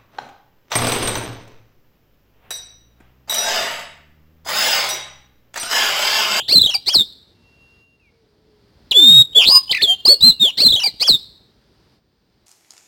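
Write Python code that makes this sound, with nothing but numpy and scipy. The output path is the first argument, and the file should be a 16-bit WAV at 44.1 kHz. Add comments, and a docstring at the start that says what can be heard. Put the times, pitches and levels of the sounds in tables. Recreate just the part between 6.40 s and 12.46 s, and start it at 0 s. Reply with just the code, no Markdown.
"""A yard between house walls: a caged magpie-robin sings loud, fast phrases close to the microphone.
The two sides of its syrinx (voice organ) sound alone or together, as gliding tones with overtones.
Throat and beak favour overtones near 3.5-5 kHz, and the walls answer. Another bird whistles far off,
over filtered noise for the outdoor rumble and hiss, with two soft bumps.
The recorder limits the peaks and drops samples, which adds faint mirror tones."""
import sys
import numpy as np
from scipy import signal
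from scipy.fft import rfft, irfft, next_fast_len
from scipy.io import wavfile
from scipy.ndimage import uniform_filter1d, minimum_filter1d, map_coordinates

SR = 44100
rng = np.random.default_rng(int(sys.argv[2]) if len(sys.argv) > 2 else 0)


def transcribe(u):
    """Save the signal u as a 16-bit wav file named by the first command-line argument.

    u: samples, shape (n,) or (channels, n), limited to [-1, 1]; the rate is SR.
    q: integer samples, one column per channel.
    """
    v = np.clip(np.atleast_2d(u).T, -1, 1)
    q = np.round(v * 32767).astype(np.int16)
    wavfile.write(sys.argv[1], SR, q)


N = 267246  # length of the scene in samples

# Shared rule for soft ends: loss in dB, drop in pitch (share), extra rasp as a note fades
EDGE_DB, EDGE_SAG, FADE_RASP = 18.5, .04, .26
# Uneven strength of the fast glides: size in dB, random points a second
FLUTTER_DB, FLUTTER_HZ = 2.2, 170

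# A rough, soft note at the start, the end of a phrase dying away: [t/s, f/Hz, level/dB, rasp 0-1]
OPENING_NOTE = [(0, 3080, -20, 0.42), (.018, 3150, -27.5, 0.52), (.026, 3400, -35.5, 0.6),
                (.08, 3420, -38.5, 0.6)]
# The warble, sung twice: [t/s, length/s, release/s, level/dB]
WARBLE_TIMES = [(0.079, .291, 0.016, -.5), (4.171, .325, .03, -0.36)]
# The up-and-down chirp, sung twice: [t/s, pitch ratio, level/dB]
CHIRP_TIMES = [(.46, 1.0, -.5), (4.597, 1.012, 0)]
# Whistled notes: [t/s, length/s, first f/Hz, middle f/Hz, last f/Hz, level/dB, attack/s, release/s, rasp 0-1]
WHISTLED_NOTES = [(2.51, .029, 4360, 3000, 3250, -11, .002, 0.022, .3),
                  (2.534, .296, 3396, 3683, 3771, -5.5, .05, .018, 0.02),
                  (3.466, 0.085, 3358, 3178, 3233, -11, .026, 0.031, .03),
                  (3.65, 0.037, 4080, 5000, 5250, -7.5, .006, .034, 0),
                  (3.673, .079, 4112, 4461, 4370, -4.2, .012, .033, 0),
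                  (3.806, 0.12, 3787, 4152, 3860, -4.4, .04, .042, .03),
                  (3.996, .112, 3894, 3470, 2900, -6.3, .04, .1, .02)]
# Tiny pips just before a note or at its soft onset: [t/s, f/Hz, level/dB]
TINY_PIPS = [(2.931, 3170, -36), (3.279, 3030, -33), (3.809, 4780, -24)]
# A whistle that breaks into a rasp: [t/s, f/Hz, level/dB, rasp 0-1]
RASPING_WHISTLE = [(2.948, 3200, -24, .2), (2.96, 3390, -8, 0.07), (2.98, 3460, -6, 0),
                   (3.008, 3050, -8, .45), (3.044, 2760, -13, 1), (3.061, 3500, -12.5, .45)]


def magpie_robin():
    """The near bird's whole song: its low syllables are reedy, most of its high whistles almost pure."""
    song = glide(OPENING_NOTE, overtone_db=-33.5, swing_hz=151.4, scatter_hz=416.5)
    song += sum(warble(*row) for row in WARBLE_TIMES)
    song += sum(chirp(*row) for row in CHIRP_TIMES)
    song += sum(note(row, overtone_db=-19.0) for row in WHISTLED_NOTES)
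    song += sum(pip(*row) for row in TINY_PIPS)
    song += glide(RASPING_WHISTLE, overtone_db=-18, buzz_hz=188.0, swing_hz=430, shake_db=5.5, scatter_hz=240)
    return song + trill() + chuckle()


# Reedy upslurs that open the warble, t from its start, level before the warble's own:
# [t/s, length/s, first f/Hz, middle f/Hz, last f/Hz, level/dB, attack/s, release/s, rasp 0-1]
WARBLE_UPSLURS = [(0, .06, 1780, 2389, 3180, -14.5, 0.018, .052, .12),
                  (.002, 0.027, 1355, 1640, 1980, -20, 0.0081, .022, .1)]
# The slide down in a chain of arches, t from the warble's start:
# [t/s, crest f/Hz, dip between crests/Hz, effort/dB]
WARBLE_ARCHES = [(.022, 3600, 150, -30), (.035, 4250, 150, -9.5), (.06, 4560, 160, -9.5),
                 (.076, 4260, 180, -6), (.103, 4170, 450, -2.3), (.114, 4100, 620, -11),
                 (.18, 3840, 680, -8.5), (.198, 3480, 560, -16), (.262, 2880, 500, -22),
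                 (.269, 2560, 250, -11.7), (.325, 2130, 150, -15)]
# Arches a second, time of a crest in s, softening in the dips
ARCH_RATE_HZ, ARCH_CREST_S, DIP_DB_PER_HZ = 26, .061, .008


def warble(start, length, release, db):
    """Two reedy upslurs, then one voice that steps down in round arches with sharp dips between them."""
    slurs = sum(note(row, start, overtone_db=-3.5, buzz_hz=470, swing_hz=300) for row in WARBLE_UPSLURS)
    t, (crest, depth, effort) = curves(WARBLE_ARCHES)
    dip = depth * (1 - np.abs(np.cos(np.pi * ARCH_RATE_HZ * (t - ARCH_CREST_S))))
    fading = ease(length - t, release)
    pitch = (crest - dip) * (1 - EDGE_SAG * fading)
    level = effort - DIP_DB_PER_HZ * dip - EDGE_DB * fading
    level += FLUTTER_DB * wobble(FLUTTER_HZ, len(t))
    rasp = .25 * ease(t - t[0], .07) + FADE_RASP * fading
    sung = t < length
    slide = syllable(start + t[0], pitch[sung], level[sung], rasp[sung], overtone_db=-4.5)
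    return amp(db) * (slide + slurs)


# The chirp's reedy rise, scratchy and then clearer, t from its start, f before the pitch ratio,
# level before the chirp's own:
# [t/s, length/s, first f/Hz, middle f/Hz, last f/Hz, level/dB, attack/s, release/s, rasp 0-1]
CHIRP_UPSLURS = [(0, 0.041, 1992, 2188, 2710, -11, .03, .012, .35),
                 (.033, .048, 2655, 3340, 2880, -20.5, .005, .01, .12)]
# The chirp's fall, on the same terms: [t/s, f/Hz, level/dB]
CHIRP_DOWNSLUR = [(.062, 6000, -36), (.081, 5350, -19), (.091, 4560, -8), (.104, 4160, -4),
                  (.118, 3930, -13), (.137, 3770, -12.5), (.153, 3690, -14), (.173, 3630, -33)]
# The other side joins a little lower: time in the chirp, first and last gap in pitch, level against the fall
BEAT_JOIN_S, BEAT_FROM_HZ, BEAT_TO_HZ, BEAT_DB = .108, 70, 210, -1.5


def chirp(start, ratio, db):
    """One side rises, reedy; the other falls from above until the two sides beat, ever faster."""
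    rise = sum(note(row, start, ratio, overtone_db=0, buzz_hz=474, swing_hz=300) for row in CHIRP_UPSLURS)
    t, (pitch, level) = curves(CHIRP_DOWNSLUR)
    level = level + FLUTTER_DB * wobble(FLUTTER_HZ, len(t))
    both = t > BEAT_JOIN_S
    # slight rasp until the second voice joins
    fall = syllable(start + t[0], ratio * pitch, level, .2 * ~both, overtone_db=-22)
    lower = ratio * pitch[both] - np.linspace(BEAT_FROM_HZ, BEAT_TO_HZ, both.sum())
    joining = EDGE_DB * ease(t[both] - BEAT_JOIN_S, .01)
    fall += syllable(start + BEAT_JOIN_S, lower, level[both] + BEAT_DB - joining, 0, overtone_db=-21.5)
    return amp(db) * (rise + fall)


def pip(start, hz, db):
    """A 7 ms tone of steady pitch with a trace of rasp."""
    return syllable(start, hz * np.ones_like(clock(.007)), db, .1, overtone_db=-18.5)


# The rasp runs on into a trill that climbs and settles on a high whistle
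TRILL_START_S, TRILL_LENGTH_S, TRILL_RELEASE_S, TRILL_DB = 3.06, 0.14, .024, -8.7
TRILL_FROM_HZ, TRILL_TO_HZ, TRILL_CLIMB_S = 3680, 5000, .08
TRILL_RATE_HZ, TRILL_SWING_HZ, TRILL_SETTLE_S, TRILL_SHAKE_DB = 85, 450, .055, 5.5
# Random unsteadiness of pitch (share) and level; extra rasp at the start
TRILL_WAVER, TRILL_WAVER_DB, TRILL_RASP = .011, 2.6, .3


def trill():
    """A fast shake of pitch and strength dies out as the note climbs."""
    t = clock(TRILL_LENGTH_S)
    shake = np.cos(2 * np.pi * TRILL_RATE_HZ * t) * np.exp(-(t / TRILL_SETTLE_S) ** 4)
    climb = ease(t, TRILL_CLIMB_S)
    pitch = TRILL_TO_HZ + (TRILL_FROM_HZ - TRILL_TO_HZ) * climb + TRILL_SWING_HZ * shake
    ends = 4 * ease(t, 0.026) + EDGE_DB * ease(TRILL_LENGTH_S - t, TRILL_RELEASE_S)
    waver = wobble(60, len(t))
    db = TRILL_DB - TRILL_SHAKE_DB * shake - ends - TRILL_WAVER_DB * waver
    rasp = .03 + TRILL_RASP * climb
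    return syllable(TRILL_START_S, pitch * (1 + TRILL_WAVER * waver), db, rasp, overtone_db=-19)


# The chuckle sinks low and comes back up: [t/s, f/Hz, effort/dB]
CHUCKLE_CURVE = [(3.294, 3080, -16.5), (3.308, 3050, -13.5), (3.315, 3000, -9), (3.335, 1980, -10.5),
                 (3.366, 1970, -11.5), (3.393, 1740, -17), (3.41, 1820, -11.5), (3.426, 3850, -13.5),
                 (3.442, 3520, -8.5), (3.468, 3300, -21.5)]
# Quick upward flicks of its pitch: [t/s, rise/Hz, half width/s, lift/dB]
PITCH_FLICKS = [(3.32, 2245, .0055, -5.5), (3.351, 716, .004, 6), (3.375, 677, .004, 4.5),
                (3.424, 905, .003, -1), (3.432, 648, .004, 1)]
# How far its level follows the throat resonance; rasp on each flick
CHUCKLE_THROAT_SHARE, FLICK_RASP = 0.55, 0.19


def chuckle():
    """A low note with quick upward flicks; its level partly follows the throat resonance."""
    t, (pitch, effort) = curves(CHUCKLE_CURVE)
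    s, rise, width, lift = np.transpose(PITCH_FLICKS)
    flicks = np.exp(-((t[:, None] - s) / width) ** 2)
    pitch = pitch + flicks @ rise
    db = effort + flicks @ lift + CHUCKLE_THROAT_SHARE * along(THROAT_AND_BEAK, pitch)
    return syllable(t[0], pitch, db, FLICK_RASP * flicks.sum(axis=1), overtone_db=-29)


def note(row, phrase_s=0, ratio=1, **timbre):
    """An arc of pitch through three points, under an attack, a hold and a release."""
    s, length, first, middle, last, db, attack, release, rasp = row
    t = clock(length)
    arc = np.polyval(np.polyfit([0, .5, 1], [first, middle, last], 2), t / length)
    fading = ease(length - t, release)
    edge = ease(t, attack) + fading
    pitch = ratio * arc * (1 - EDGE_SAG * edge)
    return syllable(phrase_s + s, pitch, db - EDGE_DB * edge, rasp + FADE_RASP * fading, **timbre)


def glide(rows, **timbre):
    """A syllable that follows a short curve of pitch, level and rasp."""
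    t, (pitch, db, rasp) = curves(rows)
    return syllable(t[0], pitch, db, rasp, **timbre)


# How throat and open beak weigh each frequency: [f/Hz, gain/dB]
THROAT_AND_BEAK = [(1300, -35), (1900, -20), (2400, -16.5), (3000, -11.5), (3600, 2.5), (4700, 3.5),
                   (5300, -7.5), (6000, -19.5), (6700, -24), (8000, -28.5), (14000, -44.5)]


def syllable(start, pitch, db, rasp, overtone_db, buzz_hz=330, swing_hz=400, shake_db=7, scatter_hz=170):
    """One side of the syrinx: a gliding tone whose harmonics light up as they cross the throat resonance."""
    size = len(pitch)
    rasp = np.clip(rasp, 0, 1)
    pitch = uniform_filter1d(pitch, SR // 300, mode="nearest")  # the muscles round every turn
    # rasp: a slower, uneven vibration shakes both pitch and strength
    buzz = 2 * np.pi * np.cumsum(buzz_hz * (1 + .22 * wobble(150, size))) / SR
    shaken = swing_hz * np.sin(buzz) + scatter_hz * wobble(700, size)
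    pitch = pitch * (1 + 0.0019 * wobble(120, size)) + rasp * shaken
    db = db + shake_db * rasp * (np.cos(buzz) - .5)
    phase = 2 * np.pi * np.cumsum(pitch) / SR + rng.uniform(0, 2 * np.pi)
    k = np.arange(1, 5)[:, None]  # harmonic number
    gains = amp(overtone_db * (k - 1) + along(THROAT_AND_BEAK, np.abs(k * pitch))) * (k * pitch < SR / 2)
    harmonics = np.sum(gains * np.sin(k * phase), axis=0)
    tone = harmonics / np.sqrt(np.sum(gains ** 2, axis=0) / 2 + 1e-20)  # even power; db sets the level
    return placed(amp(db) * tone, int(start * SR))


def interference(x):
    """A narrow null at 3847 Hz, 75 Hz wide: glides that cross it dip for an instant and flutter afterwards."""
    return signal.lfilter(*signal.iirnotch(3847, 3847 / 75, SR), x)


# Echoes from the cage and the house: [delay t/s, level/dB]
WALL_ECHOES = [(.00323, -16.5), (.0125, -15.5), (.021, -24), (.037, -25), (.116, -37)]


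def walls(x):
    """Distinct echoes; against a glide they beat."""
    return sum(amp(db) * np.pad(x, (int(delay * SR), 0))[:N] for delay, db in WALL_ECHOES)


# How long the yard rings, as the time to fall by 60 dB: [f/Hz, t/s]
YARD_DECAY = [(300, 0.35), (2500, 0.47), (4000, 0.61), (8000, 0.4), (15000, 0.098)]


def yard(x, build=0.045):
    """Diffuse reverberation: shaped noise that builds up, then dies at its own speed at each frequency."""
    hz, t, z = signal.stft(rng.standard_normal(SR), SR, nperseg=256)
    decay = amp(-60 * t / along(YARD_DECAY, hz)[:, None])
    tail = signal.istft(z * decay * (1 - np.exp(-t / build)), SR, nperseg=256)[1]
    return signal.fftconvolve(x, tail / np.linalg.norm(tail))[:N]


# Soft bumps, as of feet on the perch: [t/s, starting level/dB]
PERCH_BUMPS = [(4.54, -33), (4.88, -43.5)]


def perch(decay=0.035, corner_hz=230):
    """Each bump is a short, dull thud: low noise that falls by 60 dB in the decay time (s)."""
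    t = np.arange(SR // 8) / SR
    sos = signal.butter(2, [70, corner_hz], "band", fs=SR, output="sos")

    def thud():
        return unit(signal.sosfilt(sos, rng.standard_normal(len(t)))) * amp(-60 * t / decay)
    return sum(placed(amp(db) * thud(), int(s * SR)) for s, db in PERCH_BUMPS)


# Another bird holds a whistle, then lets it drop:
# [t/s, hold/s, f/Hz mid-hold, fullest level/dB, level at the drop/dB]
FAR_WHISTLES = [(.94, .65, 2747, -56, -63), (3.3, .66, 2847, -53, -50)]
# A faint, low, wavering call far away: [t/s, f/Hz, level/dB]
FAR_LOW_CALL = [(1.71, 480, -69), (1.8, 452, -64), (1.88, 410, -69), (1.96, 412, -64), (2.06, 445, -65),
                (2.16, 425, -63), (2.24, 402, -65), (2.32, 415, -67)]
FAR_SWELL_S, FAR_DROP_S, FAR_DROP_HZ_PER_S, FAR_RISE_HZ_PER_S = .36, .125, 5700, 60


def far_sounds():
    """The low wavering call and the other bird's whistles."""
    t, (pitch, db) = curves(FAR_LOW_CALL)
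    return far_call(t[0], pitch, db, waver=.012) + sum(far_whistle(*row) for row in FAR_WHISTLES)


def far_whistle(start, hold, hz, full_db, drop_db):
    """It swells, creeps up in pitch and ends in a fading downslur."""
    t = clock(hold + FAR_DROP_S)
    pitch = hz + FAR_RISE_HZ_PER_S * (t - hold / 2) - FAR_DROP_HZ_PER_S * np.maximum(t - hold, 0)
    edge = ease(t, FAR_SWELL_S) + ease(t[::-1], .04)
    db = np.interp(t, [FAR_SWELL_S, hold], [full_db, drop_db]) - EDGE_DB * edge
    return far_call(start, pitch, db, waver=.0015)


def far_call(start, pitch, db, waver):
    """A plain sine tone from far away, slightly unsteady in pitch and level."""
    size = len(pitch)
    phase = 2 * np.pi * np.cumsum(pitch * (1 + waver * wobble(50, size))) / SR
    strength = np.sqrt(2) * amp(db + 1.7 * wobble(25, size))
    return placed(strength * np.sin(phase), int(start * SR), fade=.015)


# Outdoor background: [t/s, rumble level/dB, hiss level/dB]
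AIR_LEVELS = [(0, -54.5, -66), (1.4, -59.5, -64.5), (1.46, -62.5, -73), (1.75, -63, -69), (2.0, -60, -68.5),
              (2.5, -54.5, -61.5), (4.8, -57.5, -64.5), (5.2, -60, -65.5), (5.4, -58, -63.5),
              (5.56, -59, -63.5), (5.61, -64.5, -73.5), (5.85, -65, -70.5), (6.06, -61.5, -68)]
# Tone colour of the rumble: [f/Hz, relative level/dB]
RUMBLE_SPECTRUM = [(18, -43), (30, -17), (48, -1), (102, -3), (156, -5.5), (468, -11), (501, -19),
                   (552, -14.5), (800, -22.5), (1040, -45.5), (1760, -120)]
# Tone colour of the hiss: [f/Hz, relative level/dB]
HISS_SPECTRUM = [(410, -31), (700, -9.5), (852, -4), (922, -3), (1080, -6), (1680, -7), (2660, -11),
                 (4800, -5), (6650, -22), (9730, -28), (14600, -26.5), (15400, -26), (16000, -49.5)]


def background():
    """A low outdoor rumble and a thin hiss, both filtered noise, that sink and return."""
    s, rumble_db, hiss_db = np.transpose(AIR_LEVELS)
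    t = np.arange(N) / SR

    def noise(spectrum):
        return unit(filtered(rng.standard_normal(N), lambda hz: amp(along(spectrum, hz))))
    rumble = amp(np.interp(t, s, rumble_db) + 1.4 * wobble(34, N)) * noise(RUMBLE_SPECTRUM)
    return rumble + amp(np.interp(t, s, hiss_db)) * noise(HISS_SPECTRUM)


def amp(db):
    """Decibels to gain."""
    return 10 ** (np.asarray(db) / 20)


def unit(x):
    """Scale to rms 1."""
    return x / np.sqrt(np.mean(x ** 2) + 1e-20)


def along(points, hz):
    """(Hz, value) points read on a log axis."""
    f, v = np.transpose(points)
    return np.interp(np.log(hz + 1), np.log(f + 1), v)


def curves(rows):
    """Times over the span of the rows, and each column per sample."""
    s, *cols = np.transpose(rows)
    t = np.arange(max(int(s.min() * SR), 0), min(int(s.max() * SR), N)) / SR
    return t, [np.interp(t, s, c) for c in cols]


def clock(length):
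    """Sample times from 0 to length."""
    return np.arange(int(length * SR)) / SR


def ease(t, span):
    """Falls from 1 at t = 0 and lands softly on 0 at t = span."""
    return np.clip(1 - t / span, 0, 1) ** 2


def wobble(rate, size):
    """A smooth random curve, rate knots a second."""
    knots = rng.standard_normal(int(size * rate / SR) + 4)
    return map_coordinates(knots, [np.arange(size) * rate / SR])


def filtered(x, response):
    """x times a response of frequency."""
    m = next_fast_len(N + 8192)
    return irfft(rfft(x, m) * response(np.fft.rfftfreq(m, 1 / SR)), m)[:N]


def placed(sound, start, fade=0.0014):
    """A sound with soft ends (fade in s), set on the full time line."""
    t = np.arange(len(sound)) / SR
    edge = np.clip(np.minimum(t, t[::-1]) / fade, 0, 1)
    return np.pad(sound * np.sin(edge * np.pi / 2) ** 2, (start, N - start - len(sound)))


def scene():
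    """The near bird is almost dry, the far sounds are wetter."""
    song = magpie_robin()
    far = far_sounds()
    near = interference(song + walls(song)) + perch()
    reverberation = yard(amp(-32) * song + amp(-13) * far)
    return (near + far + reverberation + background())[None]


def limiter(x):
    """Turns the gain down for a few milliseconds around each peak above -0.8 dB."""
    need = np.minimum(1, amp(-.8) / (np.abs(x) + 1e-9))
    return x * uniform_filter1d(minimum_filter1d(need, SR // 150), SR // 300)


def drop_samples(x, slip=0.51):
    """48 kHz brought to 44.1 kHz by skipping samples: each tone gets images at multiples of 3.9 kHz from it."""
    fast = np.pad(signal.resample_poly(x, 160, 147), (0, 8))
    n = np.arange(N)
    # the skipping restarts a little off in every 941-sample buffer, which ticks and roughens the images
    offset = slip * rng.random(N)[n // 941]
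    return fast[(n * 160 / 147 + offset).astype(int)]


def record(dry):
    """Limiter, crude rate conversion, then nothing from 16 kHz up."""
    return filtered(drop_samples(limiter(dry[0])), lambda hz: hz < 16000)[None]


dry = scene()
out = record(dry)
transcribe(out)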